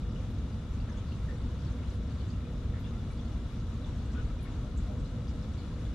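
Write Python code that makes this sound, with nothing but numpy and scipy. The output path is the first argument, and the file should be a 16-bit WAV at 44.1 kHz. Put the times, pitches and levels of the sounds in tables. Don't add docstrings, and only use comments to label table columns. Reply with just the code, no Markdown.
import sys
import numpy as np
from scipy import signal
from scipy.fft import rfft, irfft, next_fast_len
from scipy.io import wavfile
from scipy.ndimage import map_coordinates

SR = 44100
rng = np.random.default_rng(int(sys.argv[2]) if len(sys.argv) > 2 else 0)


def master(y):
    cut = np.clip(np.atleast_2d(y).T, -1, 1)
    pcm = np.round(cut * 32767)
    wavfile.write(sys.argv[1], SR, pcm.astype(np.int16))


N = 261954


def amp(db):
    return 10 ** (np.asarray(db) / 20)


def unit(x):
    return x / np.sqrt(np.mean(x ** 2) + 1e-20)


def along(curve, hz):
    freqs, values = np.transpose(curve)
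    return np.interp(np.log(hz + 1), np.log(freqs + 1), values)


def pan(pan_db):
    return amp(np.multiply.outer([.5, -.5], np.atleast_1d(pan_db)))


def wobble(rate):
    return map_coordinates(rng.standard_normal(int(N * rate / SR) + 4), [np.arange(N) * rate / SR])


def swell(peak_s, length_s):
    return np.cos(np.pi * np.clip((np.arange(N) / SR - peak_s) / length_s, -.5, .5)) ** 2


def resonant(modes, hz):
    return np.sqrt(sum(amp(2 * db) / (1 + ((hz - centre) / (0.67 * width)) ** 2) ** 2
                       for centre, width, db in modes))


def filtered(x, response):
    size = next_fast_len(N + SR // 2)
    return irfft(rfft(x, size) * response(np.fft.rfftfreq(size, 1 / SR)), size)[..., :N]


def add(track, start_s, sound):
    part = track[:, max(round(start_s * SR), 0):][:, :sound.shape[1]]
    part += sound[:, :part.shape[1]]


# freq_hz, correlation
TANK_LIKENESS = [(40, 0.97), (250, 1), (600, 0.86), (1300, 0.75), (2800, 0.4), (6000, 0.17), (13000, 0.073)]
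# freq_hz, pan_db
TANK_PAN = [(60, .5), (250, -0.5), (650, 2.5), (1300, 2.5), (2300, 3), (3900, 4.5), (5200, -1),
            (7700, -4.5), (9500, 4), (13000, 0)]

def placed(pair, colour):
    def mid_side_gains(hz):
        angle = np.arccos(np.clip(along(TANK_LIKENESS, hz), -1, 1)) / 2
        return colour(hz) * np.array([np.cos(angle), np.sin(angle)])
    mid, side = filtered(pair, mid_side_gains)
    return unit(filtered(np.array([mid + side, mid - side]), lambda hz: pan(along(TANK_PAN, hz))))


def wash(colour):
    return placed(rng.standard_normal((2, N)), colour)


# freq_hz, t60_s
ROOM_DECAY = [(200, 0.17), (2000, 0.21), (12000, 0.11)]

def in_room(sound, pan_db, glass_db, room_db):
    hz, t, noise = signal.stft(rng.standard_normal((2, SR // 3)), SR, nperseg=256)
    tail = signal.istft(noise * amp(-60 * t / along(ROOM_DECAY, hz)[:, None]), SR, nperseg=256)[1]
    t = np.arange(tail.shape[1]) / SR
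    glass = rng.standard_normal(tail.shape) * amp(-60 * t / 0.13) * (t > .002)
    path = amp(room_db) * tail / np.linalg.norm(tail[0])
    path += amp(glass_db) * glass / np.linalg.norm(glass[0])
    path[:, 0] += 1
    return signal.fftconvolve(sound[None], path, axes=1) * pan(pan_db)


def ring(t, hz, t60, rise):
    tone = np.sin(2 * np.pi * hz * t * (1 + rise * t / t60))
    return tone * amp(-60 * t / t60) * (1 - np.exp(-t * hz / 2))


def spatter(t, hz, t60, count, spread, within_s):
    delay, detune, strength = rng.random((count, 3)).T[:, :, None]
    since = np.maximum(t - within_s * delay, 0)
    pitches = hz * (1 + spread * (2 * detune - 1))
    return np.sum((.5 + .5 * strength) * ring(since, pitches, t60, rise=0.05), axis=0)


def swarm(rate, low_hz, high_hz, cycles, spread_db, samples=512):
    when, pitch, strength = rng.random((int(rate * N / SR), 3)).T[:, :, None]
    hz = low_hz * (high_hz / low_hz) ** pitch
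    gain = amp(-spread_db * np.log(1 - .98 * strength)) * hz
    grains = gain * ring(np.arange(samples) / SR, hz, cycles / hz, rise=.08)
    where = (when * N).astype(int) + np.arange(samples)
    return unit(np.bincount(where.ravel(), grains.ravel(), N)[:N])


def strays(rate, low_hz, high_hz, level_db, db_per_octave=-9, scatter_db=2.5):
    when, pitch, strength = rng.random((int(rate * N / SR), 3)).T
    octaves = pitch * np.log2(high_hz / low_hz)
    db = level_db + db_per_octave * (octaves - octaves.mean()) + scatter_db * (2 * strength - 1)
    return list(zip(when * N / SR, low_hz * 2 ** octaves, db))


def harmonics(partials, turns):
    return sum(amp(db) * np.sqrt(2) * np.sin(2 * np.pi * (round(k) * turns + rng.random()))
               for k, db in partials)


def air_line(level_db=-75):
    return amp(level_db) * wash(lambda hz: resonant([(3420, 80, -1), (3904, 70, 0)], hz))


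# harmonic, level_db
MOTOR_PARTIALS = [(1, -74), (3, -53.5), (4, -44), (6, -48.5), (8, -54), (9, -54), (12, -58), (13, -56.5)]

def motor(turn_hz=17.83):
    return harmonics(MOTOR_PARTIALS, turn_hz * np.arange(N) / SR + 0.013 * wobble(2.063))


# harmonic, level_db
PUMP_PARTIALS = [(1, -43.5), (2, -54), (3, -60), (4, -60.5), (5, -62.5), (8, -64.5), (10, -74.5),
                 (11, -74.5), (13, -85), (15, -83), (16, -77.5)]
# centre_hz, width_hz, level_db
HOUSING_MODES = [(1140, 40, -80), (1320, 200, -72.5), (2160, 50, -84), (2290, 50, -83.5), (2700, 30, -85),
                 (2890, 65, -74.5), (3240, 40, -82), (3385, 80, -77), (3565, 65, -74.5), (3715, 45, -76.5),
                 (3850, 50, -83), (3960, 40, -77.5), (4140, 40, -86), (6000, 1400, -96), (7800, 60, -94),
                 (8500, 120, -97), (9260, 200, -97), (10000, 90, -96)]

def pump(mains_hz=59.985):
    turns = mains_hz * np.arange(N) / SR
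    hum = harmonics(PUMP_PARTIALS, turns)
    cycle = np.arange(2048) / 2048
    knock = amp(-18 * cycle) + 0.75 * amp(-18 * ((cycle - .5) % 1))
    rattle = rng.standard_normal((2, len(cycle))) + 1.08 * rng.standard_normal(len(cycle))
    lines = rfft(knock * rattle)
    hz = mains_hz * np.arange(lines.shape[1])
    lines = lines / abs(lines) * resonant(HOUSING_MODES, hz) * pan(along(TANK_PAN, hz))
    stroke = irfft(lines) * len(cycle) / np.sqrt(2)
    phase = turns + 0.00055 * wobble(3.01)
    buzz = np.array([np.interp(phase, cycle, side, period=1) for side in stroke])
    return hum + buzz


# start_s, pitch_hz, level_db, length_s, pan_db, warble_rad
AIR_POCKETS = [(2.905, 1238, -55.5, .05, 3, 0.67), (2.94, 1330, -58, 0.056, 3, .8),
               (4.137, 1430, -51.5, 0.075, 8, 0.51), (4.149, 289, -46, 0.05, 0, 1),
               (4.149, 379.4, -46, .06, 0, 1.3), (4.194, 1280, -55, .05, 4, 0.7),
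               (4.287, 1280, -54, .04, 4, .8), (4.846, 700, -54, .07, -2, .4),
               (4.881, 605, -46, .052, 1, .35), (4.895, 806, -55.5, 0.057, 1, 1.1)]

def gurgles(rise=0.019):
    out, t = np.zeros((2, N)), np.arange(SR // 6) / SR
    for start_s, hz, db, length_s, pan_db, warble_rad in AIR_POCKETS:
        envelope = np.sin(np.pi * np.clip(t / length_s, 0, 1))
        warble = warble_rad * wobble(160)[:len(t)]
        tone = np.sin(2 * np.pi * hz * t * (1 + rise * t / length_s) + warble)
        add(out, start_s, in_room(amp(db) * envelope * tone, pan_db, glass_db=-7, room_db=-14))
    return out


PLINK_CYCLES, TICK_CYCLES = 68, 23.5
BUBBLE_WIDTH = 0.58
# start_s, pitch_hz, level_db
FILM_BURSTS = [(.306, 11500, -56), (.703, 11500, -64), (.91, 9000, -60), (1.084, 12000, -63),
               (1.51, 11800, -64), (1.768, 12100, -61), (1.936, 10100, -55.5), (2.108, 9000, -61),
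               (2.512, 13200, -62.5), (2.635, 11200, -63), (2.7, 12200, -62), (2.796, 12000, -55),
               (2.998, 13500, -66), (3.112, 9650, -53.5), (3.523, 12300, -63), (4.41, 9400, -57),
               (4.426, 10300, -49), (4.429, 12000, -52), (4.774, 7100, -43), (4.915, 12500, -64),
               (5.534, 8300, -59)]

def ticks():
    out, t = np.zeros((2, N)), np.arange(SR // 6) / SR
    faint = strays(rate=6, low_hz=7500, high_hz=13000, level_db=-65)
    for start_s, hz, db in list(FILM_BURSTS) + faint:
        t60 = TICK_CYCLES / hz
        tick = ring(t, hz, t60, rise=.05) + .5 * spatter(t, hz, t60, count=3, spread=.08, within_s=.012)
        pan_db = BUBBLE_WIDTH * along(TANK_PAN, hz)
        add(out, start_s, in_room(amp(db) * tick, pan_db, glass_db=5.5, room_db=6.5))
    return out


# start_s, pitch_hz, level_db, pan_db
LOUD_PLINKS = [(.159, 2870, -47, 8), (.528, 4565, -52, -5), (.737, 6270, -54.5, 1), (.801, 2720, -52.5, -1),
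               (.803, 4565, -53, -7), (.886, 1650, -49, 3), (.897, 6200, -49, -4), (.924, 5300, -52, -1),
               (.954, 3100, -52, 4), (.974, 6460, -52, -4), (.975, 3380, -48.5, 3), (.991, 3080, -49.5, 0),
               (1.119, 2780, -46.5, 4), (1.286, 1790, -42, 2), (1.296, 8000, -59.5, -6),
               (1.379, 7850, -60, -9), (1.668, 4390, -52, 5), (1.789, 2240, -53, 4), (2.219, 3100, -51, 3),
               (2.303, 4540, -49.5, -6), (2.451, 2420, -54, 4), (2.736, 1810, -48, -1),
               (2.768, 1720, -52, 1), (2.843, 3430, -45, 2), (2.854, 2760, -49, 3), (2.898, 6290, -56, -3),
               (3.104, 2260, -51, 2), (3.192, 3360, -49, 9), (3.255, 4350, -53, 0), (3.282, 6720, -56, -5),
               (3.844, 3500, -44.5, 2), (4.058, 7670, -55, -8), (4.25, 4300, -54, 3), (4.391, 2400, -52, 0),
               (4.455, 2160, -49.5, 2), (5.001, 7850, -60, -9), (5.055, 4000, -50, 0),
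               (5.282, 4900, -50.5, 2), (5.295, 7000, -54, -5), (5.425, 5160, -50, 0),
               (5.579, 4280, -49, 3), (5.852, 3400, -48, 7)]

def plinks():
    out, t = np.zeros((2, N)), np.arange(SR // 6) / SR
    faint = [(start_s, hz, db, BUBBLE_WIDTH * along(TANK_PAN, hz))
             for start_s, hz, db in strays(rate=3.3, low_hz=2600, high_hz=7400, level_db=-62)]
    for start_s, hz, db, pan_db in list(LOUD_PLINKS) + faint:
        t60 = PLINK_CYCLES / hz
        plink = ring(t, hz, t60, rise=.06)
        plink += .32 * spatter(t, hz, t60 / 2, count=4, spread=.13, within_s=.035)
        add(out, start_s, in_room(amp(db) * plink, pan_db, glass_db=-4, room_db=-2))
    return out


# start_s, pitch_hz, level_db, length_s, pan_db
RAFTS = [(0.887, 1600, -65, 0.034, 1), (.965, 7000, -74, 0.019, -6), (1.08, 4100, -66.5, 0.045, 3),
         (1.584, 4860, -71, .07, -1), (1.823, 2600, -68, 0.027, 7), (2.182, 3860, -67, .035, 4),
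         (2.275, 5900, -71.5, 0.043, -3), (2.74, 1900, -67, .045, 2), (2.843, 3200, -67, 0.037, 3),
         (3.57, 5500, -75, .04, -2), (3.855, 880, -63, 0.023, 3), (3.858, 6000, -74, .025, -7),
         (4.115, 6650, -71, .025, -5), (4.144, 2750, -67, 0.065, 6), (4.15, 1390, -62.5, .065, 4),
         (4.397, 3500, -67, .05, 4), (4.775, 7250, -71, 0.011, -4), (4.995, 6400, -72, .012, -4),
         (5.04, 4100, -70, 0.036, 1), (5.278, 5100, -68, .025, 1), (5.422, 5300, -68, .012, 0),
         (5.53, 6200, -71, .015, -3), (5.575, 4200, -67, .035, 3)]

def splashes():
    out, t = np.zeros((2, N)), np.arange(SR // 6) / SR
    for start_s, hz, db, length_s, pan_db in RAFTS:
        pops = spatter(t, hz, TICK_CYCLES / hz, count=30, spread=0.19, within_s=length_s)
        pops = pops / np.linalg.norm(pops) * np.sqrt(length_s * SR)
        add(out, start_s, in_room(amp(db) * pops, pan_db, glass_db=-3, room_db=-1))
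    return out


def froth(eq, grains, grain_db=-7):
    colour = lambda hz: amp(along(eq, hz))
    return unit(wash(colour) + amp(grain_db) * placed(grains, colour))


# freq_hz, gain_db
TRICKLE_EQ = [(200, -27), (600, 1), (850, -1), (1330, 0), (1650, -5), (2500, -8.5), (3700, -13),
              (4500, -15), (7000, -21.5), (14000, -40)]
FIZZ_EQ = [(1000, -48), (3300, 2.5), (4500, -0.5), (6200, -2), (7850, -6.5), (8200, -11.5), (9900, -10.5),
           (10800, -16), (12800, -18), (14500, -44)]
# peak_s, length_s, trickle_rise_db, fizz_rise_db
CLUSTERS = [(0.923, .3, 3, -2.5), (1.63, .16, -1, 0.5), (1.817, 0.25, 1, 0), (2.292, 0.22, 0.5, -0.5),
            (2.78, 0.25, 1, -1.5), (2.962, .2, 0.5, 0), (3.88, 0.18, 1.5, 0.5), (4.2, 0.45, 1.5, 0),
            (4.487, 0.18, 2, -3), (5.58, 0.22, 1, 0.5), (5.86, 0.13, -1.5, 1.5)]

def surface(trickle_db=-57, fizz_db=-66.5, crackle_db=-71):
    surge_db = sum(np.outer(rises, swell(peak_s, length_s)) for peak_s, length_s, *rises in CLUSTERS)
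    trickle_rise_db, fizz_rise_db = surge_db + 0.71 * wobble(12)
    larger = np.array([swarm(rate=500, low_hz=700, high_hz=4560, cycles=45, spread_db=3.5, samples=1536)
                       for _ in range(2)])
    smallest = np.array([swarm(rate=550, low_hz=3500, high_hz=13250, cycles=96, spread_db=2.5)
                         for _ in range(2)])
    echoing = sum(in_room(swarm(rate=50, low_hz=1800, high_hz=7200, cycles=50, spread_db=2.6),
                          pan_db=0, glass_db=7, room_db=5) for _ in range(3))
    trickle = amp(trickle_db + trickle_rise_db) * froth(TRICKLE_EQ, larger)
    fizz = amp(fizz_db + fizz_rise_db) * froth(FIZZ_EQ, smallest)
    crackle = amp(crackle_db + fizz_rise_db) * placed(echoing[:, :N], lambda hz: amp(along(FIZZ_EQ, hz)))
    return trickle + fizz + crackle


# freq_hz, gain_db
RUMBLE_EQ = [(12, -30), (25, -9), (36, 0.5), (55, 1.5), (90, 0), (130, -5.5), (185, -11), (250, -10.5),
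             (320, -20), (430, -25), (700, -35), (1000, -63), (2500, -80)]
# centre_hz, width_hz, gain_db
TANK_MODES = [(208, 14.5, -1.5), (227.6, 23, -3.5), (345, 33, -11.5), (403, 25, -13.5), (532, 31, -14),
              (714, 52, -19), (872, 20, -22), (1045, 60, -18.5)]
HOOD_MODES = [(490.3, 44, -2), (603, 38, -8)]
# peak_s, rise_db
AIR_GULPS = [(.19, 8.5), (.5, 5.5), (.92, 10.5), (1.32, 5), (1.52, 6), (1.74, 8), (2.08, 7.5), (2.48, 6.5),
             (2.72, 3.5), (2.95, 2.5), (3.2, 2), (3.86, 6), (4.26, 1), (4.63, 7.5), (4.94, 7), (5.17, 8.5),
             (5.4, 5), (5.8, 7)]

def bubble_column(rumble_db=-35.5, tank_db=-52, hood_db=-62.5, gulp_s=0.25):
    rumble = wash(lambda hz: amp(along(RUMBLE_EQ, hz)))
    hollow = wash(lambda hz: resonant(HOOD_MODES, hz))
    burble = np.array([swarm(rate=160, low_hz=170.6, high_hz=1150, cycles=14.2, spread_db=2, samples=4096)
                       for _ in range(2)])
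    walls = placed(burble, lambda hz: resonant(TANK_MODES, hz) / np.sqrt(hz + 1))
    gulp_db = sum(rise_db * swell(peak_s, gulp_s) for peak_s, rise_db in AIR_GULPS)
    waver_db = 0.78 * wobble(10)
    return amp(rumble_db + waver_db) * rumble + amp(tank_db) * walls + amp(hood_db + gulp_db) * hollow


def scene():
    bed = bubble_column() + surface() + pump() + motor()
    spots = gurgles() + plinks() + ticks() + splashes()
    return (bed + spots + air_line()) * pan(0.25)


def record(dry):
    return signal.sosfilt(signal.ellip(10, .1, 80, 14600, fs=SR, output="sos"), dry)


dry = scene()
out = record(dry)
master(out)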